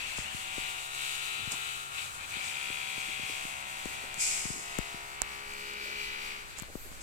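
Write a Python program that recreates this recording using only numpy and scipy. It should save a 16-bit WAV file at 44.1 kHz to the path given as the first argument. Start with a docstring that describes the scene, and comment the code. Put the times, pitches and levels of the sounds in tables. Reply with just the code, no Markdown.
"""At a roadside, the single-cylinder petrol engine of a walking tiller runs while a hand-held microphone moves round it.
Every turn of the crank repeats a pattern of knocks and clatter, mixed with random rush and the fan's air.
Drone, clatter and fan are coloured by the side of the machine that the microphone faces.
Fingers bump, rub, tick, slide and squeak on the microphone's case: damped swings, short rings and filtered noise.
A light breeze rumbles in its two ports as slow, uneven noise."""
import sys
import numpy as np
from scipy import signal
from scipy.fft import rfft, irfft
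from scipy.io import wavfile
from scipy.ndimage import uniform_filter1d, map_coordinates

SR = 44100
rng = np.random.default_rng(int(sys.argv[2]) if len(sys.argv) > 2 else 0)


def materialize(psi):
    """Save the field psi as 16-bit PCM at rate SR to the path in sys.argv[1].

    A 1-D psi becomes a single channel; in a 2-D psi each row is a channel.
    """
    bounded = np.clip(np.atleast_2d(psi).T, -1, 1)
    quanta = np.round(bounded * 32767).astype(np.int16)
    wavfile.write(sys.argv[1], SR, quanta)


N = 309582
TIME = np.arange(N) / SR
PORT_LAG_S = 0.0003633   # shared sound reaches the left port this much later

# speed of the crank before its small wavering: (time [s], speed [turns per s])
CRANK_SPEED = [(0, 69.0), (.5, 68.78), (1.2, 68.94), (2, 69.12), (2.3, 68.72), (2.65, 69.1), (3.6, 69.13),
               (4.2, 69.04), (4.55, 69.17), (5.3, 69.04), (5.9, 68.87), (7.02, 69.05)]
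# pitch of the cowl's ring before it wavers: (time [s], frequency [Hz])
COWL_PITCH = [(0, 2627), (.3, 2750), (.7, 2665), (1.4, 2756), (2.3, 2460), (3.0, 2408), (4.4, 2300),
              (6.0, 2290)]
COWL_WAVER_HZ, COWL_WAVERS_PER_S = 35, 14
CHIME_AT = .21   # when the cowl's chime peaks [share of a turn]


def from_db(db):
    """Decibels to gain."""
    return 10 ** (np.asarray(db) / 20)


def read_curve(rows, x):
    """Read a two-column curve at x, with straight lines between its points."""
    return np.interp(x, *np.transpose(rows))


def in_time(rows):
    """Read a curve over time, sample by sample."""
    return read_curve(rows, TIME)


def at_hz(points, hz):
    """Gain of a spectrum at the given frequencies, with straight lines over log frequency."""
    f, db = np.transpose(points)
    return from_db(np.interp(np.log(hz + 1e-9), np.log(f), db))


def rms_one(x):
    """Scale a stereo pair so that the average of its two sides has rms 1."""
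    middle = x.mean(axis=0)
    return x / np.sqrt(np.mean(middle ** 2) + 1e-20)


def panned(pan_db):
    """Left and right gains of constant power; a positive value makes the left louder."""
    gains = from_db(np.array([pan_db, -pan_db]).reshape(2, -1) / 2)
    return gains / np.sqrt(np.mean(gains ** 2, axis=0))


def drift(rate):
    """Slow random wandering: straight lines between chance values of spread 1, `rate` of them a second."""
    knots = rng.standard_normal(int(N / SR * rate) + 2)
    return np.interp(TIME * rate, np.arange(len(knots)), knots)


def white():
    """Unrelated noise for each side."""
    return rng.standard_normal((2, N))


def shaped(x, colour, low_hz, high_hz, alike):
    """Colour and band-limit a pair; the part that both ports share reaches the left one later."""
    hz = np.fft.rfftfreq(N, 1 / SR) + 1e-3
    edges = 1 / np.sqrt((1 + (low_hz / hz) ** 20) * (1 + (hz / high_hz) ** 20))
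    first, second = rfft(x) * edges * at_hz(colour, hz)
    alike = np.clip(alike, 0, 1)
    left = first * np.exp(-2j * np.pi * hz * PORT_LAG_S)
    right = alike * first + np.sqrt(1 - alike ** 2) * second
    return rms_one(irfft([left, right], N))


def blend(tone, rush, share):
    """Mix two sounds; `share` is the first one's part of the power."""
    share = np.clip(share, 0, 1)
    return np.sqrt(share) * tone + np.sqrt(1 - share) * rush


def narrow_ring(centre_hz, width_hz):
    """Noise in a resonance whose centre moves: slow noise carried up to the moving pitch."""
    lowpass = signal.butter(2, width_hz / 2, fs=SR, output="sos")
    slow = signal.sosfilt(lowpass, white() + 1j * white())
    carrier = np.exp(2j * np.pi * np.cumsum(centre_hz) / SR)
    return rms_one((slow * carrier).real)


def add(out, s, sound, pan_db):
    """Place a short sound at time s; the louder side gets its full height."""
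    start = round(s * SR)
    sides = panned(pan_db)
    out[:, start:start + len(sound)] += (sides / sides.max() * sound)[:, :N - start]


def engine():
    """Drone, clatter and fan: the crank's angle times their repeating parts and their puffs."""
    # how clearly the buzz stands out of the rush: (time [s], repeating share of the power [0-1])
    clearness = [(.25, .25), (.5, .84), (1.85, .84), (2.12, .28), (2.36, .36), (2.58, .8), (4.05, .78),
                 (4.4, .74), (4.8, .86), (6.36, .85), (6.62, .2)]
    # clatter, which comes and goes as the cowl hides and bares the engine: (time [s], level [dB])
    clatter_level = [(0.0, -40.5), (0.39, -43.5), (0.62, -38), (0.9, -43.5), (1.04, -37.5), (1.72, -41),
                     (1.9, -49), (1.99, -39), (2.13, -51), (2.25, -44), (2.27, -50), (2.34, -39.5),
                     (3.28, -39.5), (3.64, -44), (3.93, -42.5), (4.07, -45.5), (4.21, -43), (4.36, -41.5),
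                     (4.59, -50), (4.79, -42), (5.08, -50), (5.24, -46), (5.41, -48), (5.7, -43.5),
                     (6.05, -40), (6.32, -42), (6.47, -53), (6.61, -50), (6.7, -59), (7.02, -56)]
    # walk round the machine: (time [s], position [0 at the flank, 1 before the cowl, 2 above it])
    walk = [(0, 1.2), (1.0, 0.27), (1.85, 0.14), (2.45, 0.75), (3.5, 0.98), (4.9, 1.4), (5.4, 1.49),
            (5.8, 1.87), (7.02, 1.24)]
    # the pitch wavers more where the buzz is unclear: (clearness [0-1], spread [share of the speed])
    waver_spread = [(.25, .009), (.75, .0003)]
    open_db = -39    # clatter with the engine in plain view
    swell_s = 0.64   # swings of the clatter quicker than this carry the drone along

    speed, clear = in_time(CRANK_SPEED), in_time(clearness)
    clatter_db, position = in_time(clatter_level), in_time(walk)
    waver = read_curve(waver_spread, clear) * drift(9)
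    turns = np.cumsum(speed * (1 + 0.00077 * drift(25) + waver)) / SR
    puffs = knocking(turns, decay=0.14, rest=0.3)
    high = buzz(turns, position, alike=.6, steady=1.1, half_db=-12)
    swell_db = clatter_db - uniform_filter1d(clatter_db, size=int(swell_s * SR))
    sound = drone(turns, position, puffs, clear, swell_db)
    sound = sound + clatter(high, turns, puffs, clear, clatter_db, position)
    sound = sound + fan(high, puffs, clear, clatter_db - open_db, position)
    return walk_round(sound, position)


def knocking(angle, decay, rest):
    """Strength of the rattle round one turn: each knock jumps up, then dies away [decay: share of a turn]."""
    # knocks within one turn: (moment [share of the turn], level [dB])
    knock_rows = [(.2, -8), (.46, -10.5), (.7, -11), (.9, -9.5)]
    strength = rest + sum(from_db(db) * np.exp(-((angle - at) % 1) / decay) for at, db in knock_rows)
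    return strength / np.sqrt(np.mean(strength ** 2))


def buzz(turns, position, alike, steady, half_db, size=4096, count=22):
    """A rattle repeats every two turns; its fine pattern slowly changes, and some lines depend on position."""
    # lines of the engine: (multiple of crank speed, level [dB])
    line_rows = [(2, -16.5), (3, -15.5), (4, -34), (5, -11), (6, -6.5), (7, -14.5), (8, -13), (9, -17.5),
                 (10, -10), (11, -10), (12, -10.5), (13, -7.5), (14, -3.5), (15, -6.5), (16, -11),
                 (17, -11), (18, -6), (19, 0), (20, 0.5), (21, -3.5), (22, -1.5), (23, -9), (24, -10),
                 (25, -4.5), (26, -4), (27, -3.5), (28, 1), (29, 1.5), (30, 0), (31, -6.5), (32, 1.5),
                 (33, 1.5), (34, -3), (35, 2.5), (36, -3), (37, -0.5), (38, 0), (39, -1), (40, -2),
                 (41, -3), (42, -5.5), (43, -1.5), (44, -9), (45, -13), (46, -6.5), (47, -8), (48, -12),
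                 (49, -8), (50, -9.0), (51, -8), (52, -20), (53, -19), (54, -13.5), (55, -8), (56, -13),
                 (57, -15)]
    # lines that beam towards one position or leave it in shadow: (multiple of crank speed, position, level [dB])
    beam_rows = [(3, 1.9, 5), (6, 1.92, 6.5), (9, 1.1, 5), (10, 0.3, 4), (10, 1.45, 4), (10, 2, -26),
                 (11, 0.75, 3), (11, .25, 4), (11, 2.1, -17), (12, 0.95, -5), (13, .5, 4), (13, 0.85, -6),
                 (16, 1.05, 4), (17, 1.65, 7), (19, .55, -4), (20, 1.48, -20), (21, 0.55, 4), (19, 1.2, -4),
                 (22, 0.45, -13), (24, 1.7, 3), (27, .4, 3), (29, 0.48, -10), (30, 1.85, 4), (31, 1.41, 11),
                 (31, 0.56, 3), (34, 1.77, 6), (34, .9, -4), (35, 1.7, -5.5), (36, 1.2, 4.5),
                 (38, 0.31, 4.5), (42, 1.8, 9), (43, 0.18, 2), (43, 0.94, -6.5), (44, 0.12, 4.5),
                 (45, 1.65, 7), (47, 0.43, -1.5), (48, 0.88, 11.5), (54, 0.29, 10), (57, 0.14, 10)]
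    beam_width = .22   # spread in steps of position

    order = np.arange(size // 2 + 1) / 2   # a four-stroke cycle lasts two turns
    whole = order % 1 == 0
    multiple, line_db = np.transpose(line_rows)
    spots = position[np.linspace(0, N - 1, count).astype(int), None]
    beams_db = sum(db * (order == round(k)) * np.exp(-((spots - at) / beam_width) ** 2 / 2)
                   for k, at, db in beam_rows)
    lines = from_db(np.interp(order, multiple, line_db) + beams_db + half_db * ~whole)
    lines = lines * (order > 1) * (order < size / 16)
    above = np.maximum(order / multiple[-1], 1)
    lines = lines * from_db(-9 * np.minimum(np.log2(above), .5))

    # one steady grain per side, plus a fresh one for each of the `count` moments
    grain = steady * rng.standard_normal((2, 1, size)) + rng.standard_normal((2, count, size))
    grain[1] = alike * grain[0] + np.sqrt(max(1 - alike ** 2, 0)) * grain[1]
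    partials = rfft(grain * knocking(2 * np.arange(size) / size, decay=0.07, rest=0.3))
    strength = np.where(above > 1, partials.std(), np.abs(partials))   # the highest lines vary by chance
    cycles = irfft(partials / strength * lines)

    # play the cycles with the crank, fading from each moment to the next
    place = TIME / TIME[-1] * (count - 1)
    phase = turns / 2 % 1 * (size - 1)
    return np.array([map_coordinates(c, [place, phase], order=1) for c in cycles])


def drone(turns, position, puffs, clear, swell_db):
    """Muffler and crankcase: the low lines of the engine over a puffing rush."""
    # drone, falling at the end as the microphone draws away: (time [s], level [dB])
    drone_level = [(0, -54), (1.6, -49), (2.15, -52), (3.0, -53), (6.25, -52.5), (6.72, -60.5)]
    # colour of the low rush: (frequency [Hz], density [dB per Hz])
    rush_colour = [(90, 0), (160, -6), (280, -1.5), (420, -1.5), (560, 0.5), (750, -2), (1000, 2),
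                   (1400, 8), (1800, 2.5)]
    tone_colour = [(130, -0.73), (420, -0.37), (700, -0.74), (830, 1.7), (970, 1.5),
                   (1100, -0.42), (1800, -1.0)]   # (frequency [Hz], level [dB])
    swell_share = 0.22   # part of the clatter's quick swings [dB per dB]
    low = buzz(turns, position, alike=0.95, steady=2.2, half_db=-30)
    tone = shaped(low, tone_colour, 127, 1840, alike=0)
    rush = shaped(white() * puffs, rush_colour, 71, 2310, alike=0.68)
    level = from_db(in_time(drone_level) + swell_share * swell_db)
    return level * blend(tone, rush, clear) * panned(2.5)


def clatter(high, turns, puffs, clear, clatter_db, position):
    """Valve gear and cooling fins rattle, while the thin cowl rings on and chimes once a turn."""
    # colour of the random rattle: (frequency [Hz], density [dB per Hz])
    rush_colour = [(1700, -8.5), (2000, -5), (2300, -1), (2600, -2.5), (3000, -6), (3500, -7.5),
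                   (4300, -10.5)]
    # unbroken ring of the cowl where the buzz is unclear: (clearness [0-1], share of the power [0-1])
    ring_curve = [(.25, .38), (.7, .12), (.85, 0)]
    # chime, before clearness scales its share: (position, share of the power [0-1])
    chime_curve = [(.3, .15), (.55, .3), (.9, .14), (1.48, .2), (1.66, .55)]
    # side at the flank, before the cowl and above it: (left over right [dB])
    side_db = [15.5, 10.5, 7]
    tone_colour = [(1900, -0.5), (2350, 1.5), (2800, 1.3), (3300, -0.1), (4200, 0.5)]   # (frequency [Hz], level [dB])
    throb_below_hz = 2750

    tone = shaped(high, tone_colour, 2075, 3980, alike=0)
    rush = shaped(white() * puffs, rush_colour, 1550, 4500, alike=0.41)
    rattle = blend(tone, rush, clear)

    # only the cowl's range swells
    cowl = signal.sosfiltfilt(signal.butter(6, throb_below_hz, fs=SR, output="sos"), rattle)
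    depth_db = np.interp(position, [1.48, 1.66], [.5, 3.2]) * clear
    rattle = rattle + cowl * (throb(turns, depth_db) - 1)

    ring_hz = in_time(COWL_PITCH) + 2 * COWL_WAVER_HZ * drift(COWL_WAVERS_PER_S)
    ring = narrow_ring(ring_hz, width_hz=240)
    ring_share = read_curve(ring_curve, clear) * np.interp(clatter_db, [-52, -44], [.1, 1])
    rattle = blend(ring, rattle, ring_share)
    rattle = blend(chime(turns), rattle, clear * read_curve(chime_curve, position))
    return from_db(clatter_db) * rattle * panned(np.interp(position, range(len(side_db)), side_db))


def throb(turns, depth_db):
    """A swell once a turn that peaks with the chime, kept at an even average power."""
    swell = from_db(depth_db * np.cos(2 * np.pi * (turns - CHIME_AT)))
    return swell / np.sqrt(uniform_filter1d(swell ** 2, size=2560))


def chime(turns, uneven_db=2.5):
    """Once a turn the cowl gives a short, rising ring, nearly the same each time."""
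    width, rise_hz_per_turn = .14, 1300   # width is the spread as a share of the turn
    angle = (turns - CHIME_AT + .5) % 1 - .5
    hz = in_time(COWL_PITCH) + COWL_WAVER_HZ * drift(COWL_WAVERS_PER_S)
    cycles = (hz + rise_hz_per_turn * angle / 2) * angle / in_time(CRANK_SPEED)
    envelope = np.exp(-(angle / width) ** 2 / 2) * from_db(uneven_db * drift(70))
    ring = np.sin(2 * np.pi * cycles) * envelope
    late = np.interp(TIME - PORT_LAG_S, TIME, ring)
    return rms_one(np.array([late, ring]))


def fan(high, puffs, clear, shade_db, position, flutter_db=1.5):
    """The fan's air is mostly random; it dims with the clatter, and its fine hiss fades away from the flank."""
    # colour of the moving air: (frequency [Hz], density [dB per Hz])
    air_colour = [(4000, 15.5), (5000, 7), (6000, 4.5), (7000, 3.5), (8000, 6), (9000, -1), (11000, -4),
                  (13000, -7), (15500, -10.5)]
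    # side at the flank, before the cowl and above it: (left over right [dB])
    side_db = [1.5, -0.3, -2]
    # level in plain view [dB], and share of the clatter's swing that it follows
    rush_db, rush_follows = -56.5, 0.57
    hiss_db, hiss_follows = -46, 0.35
    hiss_loss_db = 4.5   # per step of position away from the flank

    tone = shaped(high, air_colour, 4800, 6300, alike=0)
    air = shaped(white() * puffs, air_colour, 4500, 6700, alike=0.11)
    rush = from_db(rush_db + rush_follows * shade_db) * blend(tone, air, clear * 0.48)

    tone = shaped(high, air_colour, 6300, 17000, alike=0)
    air = shaped(white(), air_colour, 6420, 14900, alike=0.02)
    hiss_level = from_db(hiss_db + hiss_follows * shade_db - hiss_loss_db * position)
    hiss = hiss_level * blend(tone, air, clear * 0.057)
    flutter = from_db(flutter_db * drift(20))
    return (rush + hiss) * flutter * panned(np.interp(position, range(len(side_db)), side_db))


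def walk_round(x, position):
    """The colour of the engine passes from one side's to the next as the microphone moves."""
    # how the engine radiates to the flank, before the cowl and above it: (frequency [Hz], level [dB])
    flank = [(130, 6), (210, -8), (450, -7.5), (690, -10.5), (1000, -7), (1110, 4), (1400, 2), (2000, -5),
             (2700, 0), (3800, 5), (6000, -1.5), (14000, -1)]
    front = [(130, 8), (450, -5), (620, 3), (760, 8), (1000, 4.5), (1310, 2), (1900, 0.5), (2500, -1),
             (3400, 2), (5000, 1), (8000, 1.5), (14000, 1.5)]
    overhead = [(130, -1), (210, 2), (440, 2), (750, -4), (1000, -4), (1400, 4), (2300, -0.5), (3100, 0),
                (4600, 7), (5700, 0.5), (8500, -4.5), (14000, 5.5)]
    hz, spectrum = np.fft.rfftfreq(N, 1 / SR), rfft(x)
    out = 0
    for k, side in enumerate((flank, front, overhead)):
        weight = np.maximum(1 - np.abs(np.clip(position, 0, 2) - k), 0)
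        out = out + weight * irfft(spectrum * at_hz(side, hz), N)
    return out


def breeze(gust_db=0.5):
    """Wind makes a lumpy rumble, with gusts of its own in each port."""
    # breeze, freshening at the end: (time [s], level [dB])
    wind_level = [(0, -56), (1.0, -61.5), (3.0, -59.5), (6.3, -55.5), (7.02, -49)]
    # colour of the rumble: (frequency [Hz], density [dB per Hz])
    wind_colour = [(12, 16), (25, -13.5), (45, 4.5), (80, -5.5), (150, -12), (300, -17)]
    gusts = from_db(gust_db * np.array([drift(8.6), drift(13.0)]))
    rumble = shaped(white(), wind_colour, 10.3, 780, alike=0.42)
    return from_db(in_time(wind_level)) * gusts * rumble


def slide(grain_db=1.5):
    """Skin sticks and slips on the case: a grainy hiss that rises quickly, holds and fades."""
    # slides: (time at full strength [s], level [dB], hold [s], fade [dB per s])
    slide_rows = [(0.01, -53, .1, 150), (0.173, -44.5, 0.016, 140), (1.519, -37, 0.0014, 520),
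                  (2.445, -45.5, 0.012, 87), (4.205, -31.5, 0.036, 41.5), (6.57, -54.5, 0.012, 200),
                  (7.01, -50.5, .01, 280)]
    # colour of the hiss: (frequency [Hz], density [dB per Hz])
    skin_colour = [(1900, 3), (2400, 2), (3000, -12.5), (3680, -12), (4000, -9.5), (5210, -1), (6050, -5),
                   (6320, 1), (7770, 4), (8260, -0.5), (9070, -3.5), (15500, -29.5)]
    level = 0
    for s, db, hold_s, fade in slide_rows:
        rise_db = (600 + 2 * fade) * np.minimum(TIME - s, 0)   # a slide that fades faster also rises faster
        fade_db = fade * np.maximum(TIME - s - hold_s, 0)
        level = level + from_db(db + rise_db - fade_db)
    friction = white() * from_db(grain_db * drift(900))
    return level * shaped(friction, skin_colour, 2350, 15000, alike=0.19) * panned(2.4)


def bumps(cycles=0.61, sag=0.3, sag_hz=45, sag_s=0.014, crack_db=-13, crack_hz=1100, crack_s=0.0016):
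    """A bump is a brief crack, a few damped swings, each slower than the last, and a slow sag of pressure."""
    # soft bumps on the case: (time [s], peak of the swings [dB], half the starting pitch [Hz], left over right [dB])
    bump_rows = [(.184, -28, 925, 25), (.187, -30.5, 175, 31), (0.346, -32.5, 158, 25),
                 (.581, -27, 344, 36), (1.395, -41, 312, 17), (1.475, -32.5, 137.2, 16),
                 (2.368, -38.5, 223, 22), (2.702, -35.5, 312, 14), (2.979, -35.5, 262.4, 16),
                 (3.196, -35.5, 282, -25), (3.233, -38, 139.8, -23), (3.452, -34, 239.7, -27),
                 (3.857, -25.5, 304, 26), (4.038, -37, 404, 13), (4.454, -27.5, 208.5, 22),
                 (4.503, -27.5, 180, 28), (4.7874, -24, 895, 37), (4.788, -19.5, 223, 30),
                 (4.944, -34.5, 227, 18), (5.218, -18.5, 900, -29), (6.621, -32, 172, 18),
                 (6.633, -32.5, 1236, 21), (6.7545, -24.5, 317, 17), (6.701, -42, 420, 12),
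                 (6.916, -39, 200, 24), (6.927, -39, 1650, -4)]
    out, t = np.zeros((2, N)), TIME[:SR // 10]
    slow = np.sin(2 * np.pi * sag_hz * t) * np.exp(-t / sag_s)
    crack = from_db(crack_db) * np.sin(2 * np.pi * crack_hz * t) * np.exp(-t / crack_s)
    for s, db, half_hz, pan_db in bump_rows:
        # the logarithm in the phase makes the pitch fall from its start
        swing = np.sin(2 * np.pi * np.log1p(2 * half_hz * t)) * np.sqrt(t) * np.exp(-t * half_hz / cycles)
        bump = crack + swing / np.abs(swing).max() + sag * slow
        add(out, s, from_db(db) * bump, pan_db)
    return out


def rubs(width=0.85):
    """Skin dragged over the case gives a short, ragged, dull scuff: noise in a band that swells and fades."""
    # the palm shifts: (middle [s], level [dB], spread in time [s], pitch [Hz], left over right [dB])
    rub_rows = [(.607, -49, 0.0091, 129, 15), (1.425, -50, 0.024, 109, 12), (1.533, -50, 0.0087, 200, -2),
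                (1.532, -48, 0.023, 980, 7), (3.09, -49, 0.0072, 270, 10), (3.301, -46, 0.0041, 296, -24),
                (3.904, -55, 0.018, 248, 12), (4.05, -51, 0.0037, 516, 0), (4.188, -47, 0.0066, 128.4, 2),
                (4.574, -46, 0.026, 262, 22), (5.865, -56.5, .09, 450, 3), (6.694, -56, 0.017, 500, 10),
                (6.861, -52, 0.012, 330, 10)]
    out, t = np.zeros((2, N)), TIME[:SR // 3]
    middle = t[-1] / 2
    for s, db, length_s, hz, pan_db in rub_rows:
        edges_hz = [hz / (1 + width / 2), hz * (1 + width / 2)]
        band = signal.butter(2, edges_hz, "band", fs=SR, output="sos")
        scuff = signal.sosfilt(band, rng.standard_normal(len(t)))
        envelope = np.exp(-((t - middle) / length_s) ** 2 / 2)
        add(out, s - middle, from_db(db) * scuff / scuff.std() * envelope, pan_db)
    return out


def ticks(snap_s=0.00063):
    """A hard touch gives a dry, bright snap and rings the small modes of the case for a few milliseconds."""
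    # sharp ticks: (time [s], peak [dB], left over right [dB], dry snap beside the ring [dB])
    tick_rows = [(1.52, -14, -17, -12), (1.53, -33, 0, -14), (3.856, -22, 18, -15), (4.143, -19.5, 17, -16),
                 (4.787, -15.5, 27, -8), (5.2186, -4, -36, -11), (5.537, -30, -9, -27),
                 (5.737, -29, -7, -25), (6.584, -24, -16, -19), (6.5878, -21, -13, -19),
                 (6.5944, -24, -18, -19), (6.599, -19, -19, -24), (6.6222, -21.5, 15, 4)]
    # ring of the case, before small chance changes: (frequency [Hz], level [dB], time to fall by 60 dB [s])
    case_modes = [(1450, 14, 0.0028), (7370, 25, 0.0035), (8100, 12, 0.0013)]
    out, t = np.zeros((2, N)), TIME[:SR // 50]
    for s, db, pan_db, snap_db in tick_rows:
        ring = sum(from_db(level + rng.normal() - 60 * t / t60) * np.sin(2 * np.pi * hz * t)
                   for hz, level, t60 in case_modes)
        # differences between neighbouring samples make the noise bright
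        snap = np.diff(rng.standard_normal(len(t)) * np.exp(-t / snap_s), prepend=0)
        tick = ring / np.abs(ring).max() + from_db(snap_db) * snap / np.abs(snap).max()
        add(out, s, from_db(db) * tick / np.abs(tick).max(), pan_db)
    return out


def squeak(at_s=6.83, spread_s=0.06, level_db=-56, middle_hz=12600, fall_hz=600):
    """A faint, very high squeak of skin on the case: a band of noise falling in pitch."""
    progress = (TIME - at_s) / spread_s
    envelope = np.exp(-progress ** 2 / 2)
    centre_hz = middle_hz - fall_hz * np.tanh(progress)
    return from_db(level_db) * envelope * narrow_ring(centre_hz, width_hz=2900)


def scene():
    """The engine in the open air, with the handling and wind at the microphone."""
    return engine() + breeze() + slide() + bumps() + rubs() + ticks() + squeak()


def record(dry):
    """The top is cut steeply above 15.9 kHz."""
    return signal.sosfilt(signal.ellip(10, .1, 80, 15900, fs=SR, output="sos"), dry)


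dry = scene()
out = record(dry)
materialize(out)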